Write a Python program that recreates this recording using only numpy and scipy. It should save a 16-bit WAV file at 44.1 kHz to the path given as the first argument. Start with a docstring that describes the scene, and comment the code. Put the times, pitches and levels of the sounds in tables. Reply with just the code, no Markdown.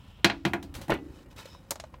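"""Clatter on a concrete patio

A hard object knocks and bounces against something hollow, ringing its modes, and the yard answers.
It scrapes, lands with a duller thud, skids and leaves a low ring. Then the camera is swung round:
rustling and small sharp clicks of its casing, close to the microphone, over a faint outdoor rumble."""
import sys
import numpy as np
from scipy import signal
from scipy.fft import rfft, irfft
from scipy.io import wavfile

SR = 44100
rng = np.random.default_rng(int(sys.argv[2]) if len(sys.argv) > 2 else 0)


def generate_wav(sig):
    """Save sig (samples, or channels by samples) to the path in sys.argv[1] as 16-bit PCM at SR."""
    pcm = np.round(np.clip(np.atleast_2d(sig).T, -1, 1) * 32767).astype(np.int16)
    wavfile.write(sys.argv[1], SR, pcm)


N = 88200
T, FREQ_HZ = np.arange(N) / SR, np.fft.rfftfreq(N, 1 / SR)
RING_T = T[:SR * 3 // 4]  # time axis of one struck sound


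def amp(db):
    """Decibels to gain."""
    return 10 ** (np.asarray(db) / 20)


def unit_rms(x):
    """Scales to rms 1."""
    return x / np.sqrt(np.mean(x ** 2) + 1e-20)


def curve_at(points, hz):
    """Reads a table on a log-frequency axis."""
    freq_hz, value = np.transpose(points)
    return np.interp(np.log(hz + 1), np.log(freq_hz + 1), value)


def add(mix, start_s, sound):
    """Mixes a sound in at a time."""
    part = mix[round(start_s * SR):][:len(sound)]
    part += sound[:len(part)]


def decay(t60_s):
    """Exponential decay, 60 dB down at t60_s."""
    return np.exp(-np.log(1000) * RING_T / t60_s)


def colour(x, gains, size=4096):
    """Minimum-phase filter through points of freq_hz, gain_db."""
    log_gain = curve_at(gains, abs(np.fft.fftfreq(size, 1 / SR))) * np.log(10) / 20
    response = np.exp(np.conj(signal.hilbert(log_gain)))
    taps = np.fft.ifft(response).real[:size // 2]
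    return signal.fftconvolve(x, taps)[:len(x)]


def whitened(x):
    """Evens out the broad colour of a burst and keeps its fine peaks."""
    hz, power = np.fft.rfftfreq(len(x), 1 / SR), abs(rfft(x)) ** 2
    edges_hz = np.geomspace(300, 20000, 26) - 280
    gains = []
    for low, high in zip(edges_hz, edges_hz[1:]):
        band_power = power[(hz >= low) & (hz < high)].mean()
        gains.append(((low + high) / 2, -10 * np.log10(band_power + 1e-20)))
    return colour(x, gains)


def burst(envelope):
    """A whitened burst of noise."""
    return whitened(rng.standard_normal(len(RING_T)) * envelope)


def dense_ring(decays):
    """Countless close modes: noise whose bands each die at their own speed."""
    hz, spectrum = np.fft.rfftfreq(len(RING_T), 1 / SR), rfft(rng.standard_normal(len(RING_T)))
    centres_hz, t60s = zip(*decays)
    bands = [curve_at(list(zip(centres_hz, weights)), hz) for weights in np.eye(len(decays))]
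    return sum(irfft(spectrum * band, len(RING_T)) * decay(t60_s) for band, t60_s in zip(bands, t60s))


def mode(pitch_hz, level_db, t60_s):
    """One dying partial."""
    return amp(level_db) * decay(t60_s) * np.sin(2 * np.pi * pitch_hz * RING_T)


def modes(table):
    """Partials struck together, neighbours in opposite sense."""
    return sum((-1) ** k * mode(*row) for k, row in enumerate(table))


def grainy_noise(spectrum, levels, grain_db, grain_hz, ring_t60_s=0):
    """Grainy coloured noise on a level curve, through a surface that may ring."""
    white = rng.standard_normal(N)
    wander = unit_rms(irfft(rfft(rng.standard_normal(N)) / (1 + (FREQ_HZ / grain_hz) ** 4), N))
    grains = white * amp(grain_db * wander)
    if ring_t60_s:
        grains = signal.fftconvolve(grains, burst(decay(ring_t60_s)))[:N]
    shaped = irfft(rfft(grains) * amp(curve_at(spectrum, FREQ_HZ)), N)
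    return unit_rms(shaped) * amp(np.interp(T, *np.transpose(levels)))


# open air over the patio: freq_hz, gain_db
AIR_SPECTRUM = [(20, -3), (45, 7.5), (80, 5), (150, -3), (250, -11), (400, -26), (700, -21.5),
                (1500, -30.5), (4000, -54.5), (16000, -45)]
# its swells: time_s, relative_db
AIR_SWELLS = [(0, 7.5), (.3, 2.5), (.65, 5), (.78, 10), (.86, -7), (1.05, 6.5), (1.2, 2.5), (1.35, 3),
              (1.5, -0.5), (2, 0.5)]

def outdoors(level_db=-53.5):
    """Low rumble and faint wash of the open air around the microphone."""
    return amp(level_db) * grainy_noise(AIR_SPECTRUM, AIR_SWELLS, grain_db=1.5, grain_hz=20.7)


# soft hiss at first, two faint whistles later: peak_s, spread_s, pitch_hz, width_hz, level_db
HISS_BANDS = [(.13, .2, 3040, 792, -65), (1.52, 0.067, 3720, 320, -62.5), (1.52, 0.056, 5200, 450, -61.5)]

def hisses():
    """Narrow bands of hiss that swell and fade."""
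    out = np.zeros(N)
    for peak_s, spread_s, pitch_hz, width_hz, level_db in HISS_BANDS:
        band = irfft(rfft(rng.standard_normal(N)) / (1 + (2 * (FREQ_HZ - pitch_hz) / width_hz) ** 2), N)
        swell = np.exp(-((T - peak_s) / spread_s) ** 2)
        out += amp(level_db) * swell * unit_rms(band)
    return out


# the hollow body's strongest modes: pitch_hz, level_db, t60_s
BODY_MODES = [(118.2, -29.5, 0.18), (179.7, -22, 0.13), (205.6, -26, 0.17), (341.2, -19, 0.16),
              (696, -23, 0.11), (826, -28.5, 0.064), (985, -33, 0.16), (1433, -30, 0.12), (1589, -27, .1),
              (1663, -25.5, 0.11), (1730, -31.5, 0.14), (1832, -23, 0.043), (1952, -33.5, 0.077),
              (2064, -21, 0.037), (2275, -34, 0.094), (2383, -24, 0.073), (2550, -29.5, 0.18),
              (2593, -38.5, 0.055), (3225, -45, 0.24), (3250, -26, 0.097), (4068, -20.5, 0.066)]
# what hums on after a blow: pitch_hz, level_db, t60_s
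BODY_HUM = [(159.6, -42.5, 0.66), (276.6, -37.5, 0.8), (303.5, -40.5, 0.91), (330.5, -37, 0.73),
            (362, -40, 0.55)]
# colour of its many close, weaker modes: freq_hz, gain_db
BODY_SPECTRUM = [(30, -17), (70, 21), (130, 21.5), (280, 19), (500, 17), (850, 19.5), (1150, 16),
                 (1800, 20.5), (2500, 19.5), (3500, 17.5), (5000, 11), (8000, 0), (16000, -13)]
# their decay: freq_hz, t60_s
BODY_DECAY = [(100, 0.23), (400, 0.23), (1500, 0.13), (4000, 0.11), (12000, 0.078)]
# reverberation of the yard: freq_hz, t60_s
YARD_DECAY = [(150, 0.51), (1000, 0.28), (4000, 0.42), (12000, 0.33)]
# bands of a blow's strength: freq_hz
BLOW_BANDS = [150, 700, 2100, 4500, 12000]
# blows out on the patio: start_s, then gain_db at each of BLOW_BANDS
BLOWS = [(.2450, -1, 1, 1, 1, 3), (0.2988, -14.5, -8.5, -10, -15.5, -27), (0.4511, 1, -4.5, -9, -13, -10),
         (0.5343, -8, -7, -9, -25, -10), (0.6274, -19, -25, -38, -30.5, -17),
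         (0.8819, -12, -21.5, -34, -37.5, -18), (.8960, -6, -1, -19, -55, -10),
         (.9030, -22.5, -14, -21.5, -21.5, -11), (0.9387, -9.5, -16.5, -21.5, -33, -16)]

def knocks(likeness=0.86, spot_db=2, crack_db=1, crack_s=0.0039, rise_s=0.00066, yard_db=-22.5):
    """Each blow cracks and rings the hollow body, varying with the spot struck; the yard answers."""
    out, body = np.zeros(N), dense_ring(BODY_DECAY)
    crack = 1 + amp(crack_db) * np.exp(-RING_T / crack_s)
    build_up = 1 - np.exp(-RING_T / rise_s)
    for start_s, *gains_db in BLOWS:
        woken = [(hz, db + spot_db * rng.standard_normal(), t60_s) for hz, db, t60_s in BODY_MODES]
        ring = (modes(woken) + modes(BODY_HUM)) * build_up
        close_modes = likeness * body + np.sqrt(1 - likeness ** 2) * dense_ring(BODY_DECAY)
        yard = amp(yard_db) * whitened(dense_ring(YARD_DECAY))
        clatter = colour(whitened(close_modes * crack) + yard, BODY_SPECTRUM)
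        add(out, start_s, colour(clatter + ring, list(zip(BLOW_BANDS, gains_db))))
    return out


# faint light ticks: start_s, gain_db
CATCHES = [(0.475, -14), (0.6272, -15.5), (.741, -8), (0.751, -4), (0.814, -7), (1.363, -16)]
# their colour at the microphone: freq_hz, gain_db
TICK_SPECTRUM = [(200, -19), (800, -4.5), (3500, -4.5), (8000, -12), (16000, -16.5)]

def ticks(tip_db=-12, tip_t60_s=0.022, tail_t60_s=0.18):
    """Light catches, most of them while something slides: a sharp tip and a short tail."""
    out = np.zeros(N)
    envelope = amp(tip_db) * decay(tip_t60_s) + decay(tail_t60_s)
    for start_s, gain_db in CATCHES:
        add(out, start_s, amp(gain_db) * burst(envelope))
    return colour(out, TICK_SPECTRUM)


RUB_T60_S = 0.027  # whatever is rubbed rings briefly
# colour of the scrape on the patio: freq_hz, gain_db
SCRAPE_SPECTRUM = [(80, 24), (300, 16.5), (700, 10), (1100, 3), (1800, 0.5), (4000, -13.5), (8000, -16.5),
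                   (16000, -18.5)]
# its course: time_s, level_db
SCRAPE_LEVELS = [(.735, -85), (.752, -39.5), (0.773, -52), (.79, -35.5), (0.807, -42.5), (.828, -44),
                 (0.848, -48.5), (.88, -55)]

def scrape():
    """A short scrape before the landing, then a faint low rumble that stays to the end."""
    return grainy_noise(SCRAPE_SPECTRUM, SCRAPE_LEVELS, grain_db=4, grain_hz=227, ring_t60_s=RUB_T60_S)


# further, mostly low modes woken by the landing: pitch_hz, level_db, t60_s
LANDING_MODES = [(74, -36.5, 0.5), (248, -44.5, 1), (297, -40.5, 0.74), (324, -33.5, 0.47),
                 (380, -40, 0.75), (453, -45.5, 0.74), (566.7, -24, 0.12), (636, -25, 0.13),
                 (900, -32.5, 0.15), (1980, -42, 0.32)]
# colour of the skid: freq_hz, gain_db
SKID_SPECTRUM = [(150, 2.5), (400, 1), (1100, -4), (3200, -10), (7000, -42)]
# its course: time_s, level_db
SKID_LEVELS = [(0.894, -64), (.907, -25), (.95, -34), (1.03, -75.5)]

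def landing(start_s=0.896):
    """The object comes down heavily, skids roughly and leaves a low ring over the patio."""
    out = grainy_noise(SKID_SPECTRUM, SKID_LEVELS, grain_db=6.5, grain_hz=307, ring_t60_s=RUB_T60_S)
    add(out, start_s, modes(LANDING_MODES))
    return out


# colour of the handling noise, close to the microphone: freq_hz, gain_db
RUSTLE_SPECTRUM = [(150, 5.5), (600, 2.5), (1100, 5.5), (2000, -1), (3200, 1.5), (5300, -4.5), (6800, -7),
                   (11000, -14.5), (16000, -17)]
# its course: time_s, level_db
RUSTLE_LEVELS = [(0, -65.5), (.68, -70.5), (1.08, -66.5), (1.17, -59.5), (1.23, -62), (1.275, -88),
                 (1.314, -56), (1.35, -73), (1.372, -57), (1.383, -42.5), (1.415, -48.5), (1.44, -54.5),
                 (1.47, -53.5), (1.53, -57.5), (1.6, -67), (1.85, -66.5), (2, -88)]

def rustle():
    """Faint rubbing that swells into a rustle as the camera turns."""
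    return grainy_noise(RUSTLE_SPECTRUM, RUSTLE_LEVELS, grain_db=2.5, grain_hz=250, ring_t60_s=RUB_T60_S)


# the camera casing's modes, for a click of 0 dB: pitch_hz, level_db, t60_s
CASING_MODES = [(559, -38.5, 0.049), (666, -33.5, 0.028), (1160, -48, 0.021), (4090, -35, 0.047),
                (5090, -44, 0.031), (6760, -34.5, 0.018), (8900, -31, 0.031), (11700, -26, 0.024),
                (13700, -29, .025)]
# bands of a click's strength: freq_hz
CLICK_BANDS = [250, 800, 2500, 7000, 14000]
# clicks right at the microphone: start_s, gain_db at each of CLICK_BANDS, pitch_hz, note_db
FINGER_CLICKS = [(1.456, -19, -25, -17, -24.5, -36, 532, -37),
                 (1.549, -15, -17.5, -35, -44, -55, 1010, -43), (1.7074, -7, 3, -6.5, 3.5, -7, 610, -40),
                 (1.716, 0.5, 1.5, -8, -7.5, -37, 934, -34.5), (1.7566, -29, -2, -18.5, -18, -37, 610, -45),
                 (1.7990, -38, -6.5, -9.5, -12, -34, 670, -40),
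                 (1.8384, -39, -3, -23, -26.5, -55, 630, -34.5),
                 (1.9409, -16.5, -18, -18, -38, -81, 1022, -39.5)]

def clicks(rise_s=0.00051, snap_t60_s=0.022, tail_db=-12.5, tail_t60_s=0.096, note_t60_s=0.039):
    """Fingers shift on the camera: a snap rings the casing, with one note that depends on the spot."""
    out = np.zeros(N)
    build_up = 1 - np.exp(-RING_T / rise_s)
    envelope = build_up * (decay(snap_t60_s) + amp(tail_db) * decay(tail_t60_s))
    for start_s, *gains_db, pitch_hz, note_db in FINGER_CLICKS:
        snap = colour(burst(envelope) + modes(CASING_MODES), list(zip(CLICK_BANDS, gains_db)))
        add(out, start_s, snap + mode(pitch_hz, note_db, note_t60_s))
    return out


def scene():
    """The patio and the close handling noise, at one microphone."""
    return (knocks() + clicks() + ticks() + scrape() + landing() + rustle() + hisses() + outdoors())[None]


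def record(dry):
    """The recorder's low cut and band limit."""
    low_cut_hz, top_hz = 46, 16000
    low_cut = signal.butter(2, low_cut_hz, "high", fs=SR, output="sos")
    band_limit = signal.firwin(511, top_hz, window=("kaiser", 9), fs=SR)
    return signal.oaconvolve(signal.sosfilt(low_cut, dry), band_limit[None], "same")


dry = scene()
out = record(dry)
generate_wav(out)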